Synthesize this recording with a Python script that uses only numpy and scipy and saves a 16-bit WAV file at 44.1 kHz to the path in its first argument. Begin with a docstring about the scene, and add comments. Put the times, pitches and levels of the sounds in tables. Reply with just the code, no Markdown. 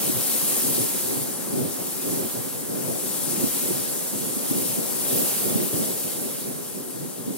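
"""Dry wheat in gusty wind: countless ears and awns rub and tick, noise and impulses coloured as a bright hiss.
Stalks further off brush in a duller wash, and the whole field soughs below it.
Eddies buffet two microphone ports in lumps of deep, roaring and whooshing noise, and in single sine thumps.
A faint low rumble of the recorder lies underneath."""
import sys
import numpy as np
from scipy import signal
from scipy.fft import rfft, irfft, next_fast_len
from scipy.io import wavfile
from scipy.ndimage import uniform_filter1d, map_coordinates

SR = 44100
rng = np.random.default_rng(int(sys.argv[2]) if len(sys.argv) > 2 else 0)


def digitize_waveform(pressure):
    """Quantize a signal to 16-bit integers and store it at the path in sys.argv[1].

    Rows of a 2-D input are taken as channels; values are limited to [-1, 1].
    """
    field = np.atleast_2d(pressure).T
    bounded = np.clip(field, -1, 1)
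    quanta = np.round(bounded * 32767).astype(np.int16)
    wavfile.write(sys.argv[1], SR, quanta)


N = 325281


def amp(db):
    """Gain of a level in dB."""
    return 10 ** (np.asarray(db) / 20)


def unit(x):
    """x at rms 1."""
    return x / np.sqrt(np.mean(np.abs(x) ** 2) + 1e-20)


def along(points, hz, axis=1):
    """One column of a table read on a log frequency axis."""
    table = np.transpose(points)
    return np.interp(np.log(hz + 1), np.log(table[0] + 1), table[axis])


def curves(rows):
    """One value per sample for each column after the time."""
    s, *cols = np.transpose(rows)
    return [np.interp(np.arange(N) / SR, s, c) for c in cols]


def wobble(rate):
    """A smooth random curve, rate knots a second."""
    knots = rng.standard_normal(int(N * rate / SR) + 4)
    return map_coordinates(knots, [np.arange(N) * rate / SR])


def filtered(x, response):
    """x times a complex response of frequency."""
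    m = next_fast_len(N + SR // 2)
    return irfft(rfft(x, m) * response(np.fft.rfftfreq(m, 1 / SR)), m)[..., :N]


def patchy(depth_db):
    """Two white noises under one field of random gain, patches of about 600 Hz by 60 ms."""
    z = signal.stft(rng.standard_normal((2, N)), nperseg=512)[2]
    field = rng.standard_normal(z.shape[1:])
    field = uniform_filter1d(field, size=7, axis=0)  # smooth over frequency
    field = uniform_filter1d(field, size=10, axis=1)  # smooth over time
    return signal.istft(z * amp(depth_db * unit(field)), nperseg=512)[1][:, :N]


def ports(pair, alike, lag):
    """The right port hears a lagging share of the left signal and the rest from a second one."""
    def right_port(hz):
        share = np.clip(alike(hz), 0, 1)
        return np.array([share * np.exp(-1j * lag(hz)), np.sqrt(1 - share ** 2)])

    common, own = filtered(pair, right_port)
    return np.array([pair[0], common + own])


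def coloured(pair, spectrum):
    """The pair in the given colour, at rms 1; nothing at or below the first point."""
    return unit(filtered(pair, lambda hz: amp(along(spectrum, hz)) * (hz > spectrum[0][0])))


def panned(db):
    """Gains of the two channels for a left-over-right difference."""
    return amp(np.array([db / 2, -db / 2]))


# colour of the recorder's own rumble: f/Hz, level/dB per Hz
RUMBLE_COLOUR = [(12, -8), (30, -4), (60, -2), (90, -2), (200, -40)]


def recorder_rumble():
    """The recorder's self-noise: a faint, steady low noise."""
    return amp(-75) * coloured(patchy(depth_db=0.0), RUMBLE_COLOUR)


# wind over the whole field: t/s, level/dB
FIELD_WIND = [(0.0, -43.5), (.5, -42), (1.78, -47), (2.22, -45.5), (2.63, -47.5), (3.41, -44.5),
              (4.29, -46.5), (5.38, -43.5), (6.6, -50.5), (7.38, -52)]
# colour of the sough: f/Hz, level/dB per Hz
SOUGH_COLOUR = [(400, -29), (750, -1), (1200, -3), (1700, -6.5), (2400, -15), (4000, -45)]


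def field_sough():
    """The whole field blends into a low sough that swells and sinks with the wind."""
    return amp(curves(FIELD_WIND)[0]) * coloured(patchy(depth_db=0.75), SOUGH_COLOUR)


# buffets on the microphone: crest t/s, length/s, roar level/dB, deep part over roar/dB, whoosh over roar/dB
BUFFETS = [(.07, 0.17, -30.5, -12, -6), (0.175, 0.11, -34, 0.5, -9), (0.345, 0.11, -37, -22, -1),
           (0.487, 0.19, -32.5, -9, -12), (0.694, 0.13, -30.5, -2, -7.5), (.82, 0.13, -31, -4.5, -9),
           (.96, 0.074, -35.5, -16, -16), (1.142, 0.29, -33, -4, -7), (1.514, 0.15, -36, -11, -8),
           (1.63, 0.25, -29, -7.5, -6.5), (1.807, 0.072, -32.5, -13, -3.5), (2.142, 0.25, -30, -9, -6),
           (2.243, 0.1, -31, -9, -7), (2.378, 0.092, -37.5, 1.5, 1.5), (2.574, .1, -41, 1, -4),
           (2.755, 0.18, -29, -9.5, -5.5), (2.906, 0.2, -32.5, -3.5, -2), (3.08, 0.17, -36.5, -7, -15),
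           (3.294, 0.18, -31.5, -6, -11), (3.427, 0.15, -28, -3, -8), (3.716, 0.33, -33, -9.5, -6),
           (3.951, 0.23, -39, -13, -4), (4.153, .09, -31.5, -10, -7), (4.273, 0.17, -32, -6, -8),
           (4.425, .14, -37, -12, -4), (4.592, 0.23, -30, -14, -6.5), (4.702, 0.11, -35.5, -1.5, -3),
           (4.85, 0.3, -33, -11, -4), (5.184, 0.39, -30, -10, -3), (5.535, 0.32, -28.5, -7, -4.5),
           (5.8, .2, -27.5, -11, -6), (5.917, .14, -31.5, -11, -5), (6.063, 0.061, -32, -7, -12),
           (6.26, 0.25, -34, -12, -5.5), (6.52, 0.2, -32.5, -7.5, -7.5), (6.767, 0.081, -36.5, -16, -7),
           (7.03, .2, -35.5, -5, -11), (7.205, .1, -33.5, -14, -9), (7.31, 0.16, -32, -10, -15.5)]


def swells():
    """Levels in dB of roar, deep part and whoosh: a lull that follows the wind, with the buffets on top."""
    pointed = 1.95  # each buffet swells and ebbs as an arch; higher is more pointed
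    t = np.arange(N) / SR
    lull_roar_db = -36 + 0.2 * gust()
    lull_deep_db = lull_roar_db - 12.5
    lull_whoosh_db = -40 + 0.5 * gust()
    power = amp(2 * np.array([lull_roar_db, lull_deep_db, lull_whoosh_db]))
    for crest_s, length_s, roar_db, deep_db, whoosh_db in BUFFETS:
        arch = np.clip(1 - (2 * (t - crest_s) / length_s) ** 2, 0, 1) ** pointed
        peaks_db = np.array([[roar_db], [roar_db + deep_db], [roar_db + whoosh_db]])
        power = power + amp(2 * peaks_db) * arch
    return 10 * np.log10(power)


# how the ports share the eddies: f/Hz, likeness/0-1, right behind left/rad
EDDY_SHARE = [(40, .4, 2.5), (90, 0.75, 2.4), (126, 0.78, 1.67), (168, 0.56, 2.36), (217, 0.53, 3.57),
              (270, 0.54, 3.94), (410, 0.51, 4.05), (505, 0.39, 2.88), (710, 0.67, 3.4), (990, 0.6, 2.44)]


def eddies_at_ports(turbulence, jolts):
    """The ports agree only partly on the turbulence, but each large jolt covers both; the right one lags."""
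    lag = lambda hz: along(EDDY_SHARE, hz, axis=2)
    air = ports(turbulence, lambda hz: along(EDDY_SHARE, hz), lag)
    shared_jolts = ports(jolts, np.ones_like, lag)
    tilt_db = [(100, -1.5), (300, -0.3)]  # f/Hz, left over right/dB
    return filtered(air + shared_jolts, lambda hz: panned(along(tilt_db, hz)))


# colours of the three parts of a buffet: f/Hz, level/dB per Hz
DEEP_COLOUR = [(40, -47), (70, -17), (95, -6.5), (120, 0), (160, 0.5), (200, -5), (300, -35)]
ROAR_COLOUR = [(90, -34), (150, -8.5), (200, -2.5), (265, -0.2), (315, -5), (385, -2), (450, -8),
               (650, -43)]
WHOOSH_COLOUR = [(280, -40), (410, -5.5), (500, 1.6), (650, -3.5), (900, -14), (1300, -24), (2000, -30),
                 (3500, -66)]


def buffets():
    """Eddies tumble over both ports at once, so their noise comes in shared lumps."""
    roar_db, deep_db, whoosh_db = swells()
    lumps = wobble(30)  # quick flutter shared by the three parts
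    deep_flutter = amp(0.76 * lumps + 1.1 * wobble(12))
    roar_flutter = amp(1.23 * lumps + 0.55 * wobble(70) + 1.45 * wobble(14))
    whoosh_flutter = amp(0.5 * lumps + 0.42 * wobble(60))
    deep = amp(deep_db) * unit(deep_flutter * coloured(patchy(depth_db=-0.1), DEEP_COLOUR))
    roar = amp(roar_db) * unit(roar_flutter * coloured(patchy(depth_db=-0.2), ROAR_COLOUR))
    whoosh = amp(whoosh_db) * unit(whoosh_flutter * coloured(patchy(depth_db=0.35), WHOOSH_COLOUR))
    return deep + roar + whoosh


# single eddies: start t/s, level/dB at the crest of the envelope, f/Hz
THUMPS = [(0.094, -15.5, 288), (0.778, -21, 339), (0.948, -29, 270), (1.534, -22, 262), (3.436, -12, 250),
          (3.706, -17.5, 350), (4.131, -28, 226), (4.365, -20.5, 253), (4.51, -12.5, 241),
          (4.786, -20, 275), (5.553, -10.5, 208), (5.739, -18, 132), (6.045, -31, 196), (7.261, -29, 247.4)]


def thumps():
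    """Single eddies push the diaphragm into a few quickly fading swings, each a sine burst."""
    peak_s = 0.0042  # from the start of a thump to the crest of its envelope
    jolts, t = np.zeros((2, N)), np.arange(SR // 20) / SR
    envelope = (t / peak_s) ** 2 * np.exp(2 - 2 * t / peak_s)
    for start_s, db, hz in THUMPS:
        start = round(start_s * SR)
        push = amp(db) * np.sin(2 * np.pi * hz * t) * envelope
        jolts[0, start:][:len(t)] += push[:N - start]
    return jolts


def ticks(count):
    """Tiny dry contacts in the crop: impulses at random instants, of scattered strength and either sign."""
    rows = rng.standard_normal((count, 2))
    strength = amp(3 * np.clip(rows[:, 0], -2, 2))
    return unit(np.bincount(rng.integers(0, N, count), strength * np.sign(rows[:, 1]), N))


# colour of the stalks: f/Hz, level/dB per Hz
WASH_COLOUR = [(1000, -45), (1800, -8.5), (2400, -4), (3200, -1), (5000, -1), (7000, -7.5), (10000, -45)]


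def stalk_wash(flutter):
    """Stalks further off brush in a duller wash that follows the gusts and their airy top."""
    _, airy_db, pan_db = curves(GUSTS)
    middling_airy_db = -3
    wash_db = -42 + 0.94 * gust() + 0.57 * (airy_db - middling_airy_db)
    brushing = patchy(depth_db=1.5) + 0.41 * np.array([ticks(count=6000), ticks(count=6000)])
    level = amp(wash_db + 0.35 * flutter + 0.58 * wobble(9))
    return level * panned(0.73 * pan_db) * coloured(brushing, WASH_COLOUR)


# gusts in the crop: t/s, hiss level/dB of the near ears, airy top over hiss/dB, hiss left over right/dB
GUSTS = [(0.0, -29, -0.5, 1.5), (.31, -26.5, -3, 2), (.53, -25, -3.5, 1.5), (1.15, -29.5, -3.5, 1),
         (1.39, -33, -7, 2), (1.6, -33, -5, 2), (1.99, -33.5, -2.5, 2), (2.12, -30, -5, 1.5),
         (2.2, -32, -2, 0), (2.65, -35, -4, 2), (3.27, -28.5, -6.5, 4), (3.47, -29, -3, 2),
         (3.55, -28, -3.5, 2), (4.27, -31, -6.5, 1), (4.6, -29.5, -3, 1.5), (5.01, -29.5, -4.5, 3.5),
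         (5.18, -26.5, 1, .7), (5.34, -27.5, -2.5, 1), (5.7, -31, -0.5, 1.5), (5.83, -28.5, -4.5, 2),
         (6.28, -33, -3.5, -0.5), (6.66, -37, -6, 1.5), (7.21, -39.5, -5.5, 3.5), (7.38, -38.5, -3.5, 2)]


def gust():
    """How far the wind stands above a middling gust, in dB of hiss."""
    middling_hiss_db = -31
    return curves(GUSTS)[0] - middling_hiss_db


# colours of the near ears and their airy top: f/Hz, level/dB per Hz
HISS_COLOUR = [(2500, -43), (4000, -15.5), (6300, -8), (8300, -3), (10600, -0.2), (12500, -7.5),
               (14500, -18.5), (17000, -25)]
AIRY_COLOUR = [(8000, -37), (11500, -3.5), (13000, -1.5), (14500, -0.5), (17000, -6.5)]


def ear_hiss(flutter):
    """Near ears and awns rub and tick; one stream of contacts feeds both the hiss and its airy top."""
    hiss_db, airy_db, pan_db = curves(GUSTS)
    rubbing = patchy(depth_db=1.0) + 0.49 * np.array([ticks(count=15000), ticks(count=15000)])
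    near = coloured(rubbing, HISS_COLOUR) + amp(airy_db) * coloured(rubbing, AIRY_COLOUR)
    return amp(hiss_db + 0.31 * flutter + 0.39 * wobble(40)) * panned(pan_db) * near


# how the ports share the crop: f/Hz, likeness/0-1, left over right/dB
CROP_SHARE = [(800, 0.69, -3), (1700, 0.57, -1), (2400, 0.48, 2), (3380, 0.86, 1), (4700, 0.38, 0.7),
              (8950, 0, 0.9), (11100, 0.23, 0.1), (13500, 0.07, -1), (15500, .24, 0.5)]


def crop():
    """Ears, stalks and the whole field sound together; what the ports share reaches the left one first."""
    lag_s = 5e-5
    flutter = wobble(14)  # small gusts stir near and far stalks together
    plants = ear_hiss(flutter) + stalk_wash(flutter) + field_sough()
    both = ports(plants, lambda hz: along(CROP_SHARE, hz), lambda hz: 2 * np.pi * hz * lag_s)
    return filtered(both, lambda hz: panned(along(CROP_SHARE, hz, axis=2)))


def scene():
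    """The rustling crop with the wind on the microphone."""
    return eddies_at_ports(buffets(), thumps()) + crop()


def record(dry):
    """The wind filter thins the deepest bass, the recorder's rumble joins, and a band limit cuts the top."""
    low_cut_hz, top_hz = 100, 15830
    cut = filtered(dry, lambda hz: 1 / np.sqrt(1 + (low_cut_hz / (hz + 1)) ** 8))
    return filtered(cut + recorder_rumble(), lambda hz: hz < top_hz)


dry = scene()
out = record(dry)
digitize_waveform(out)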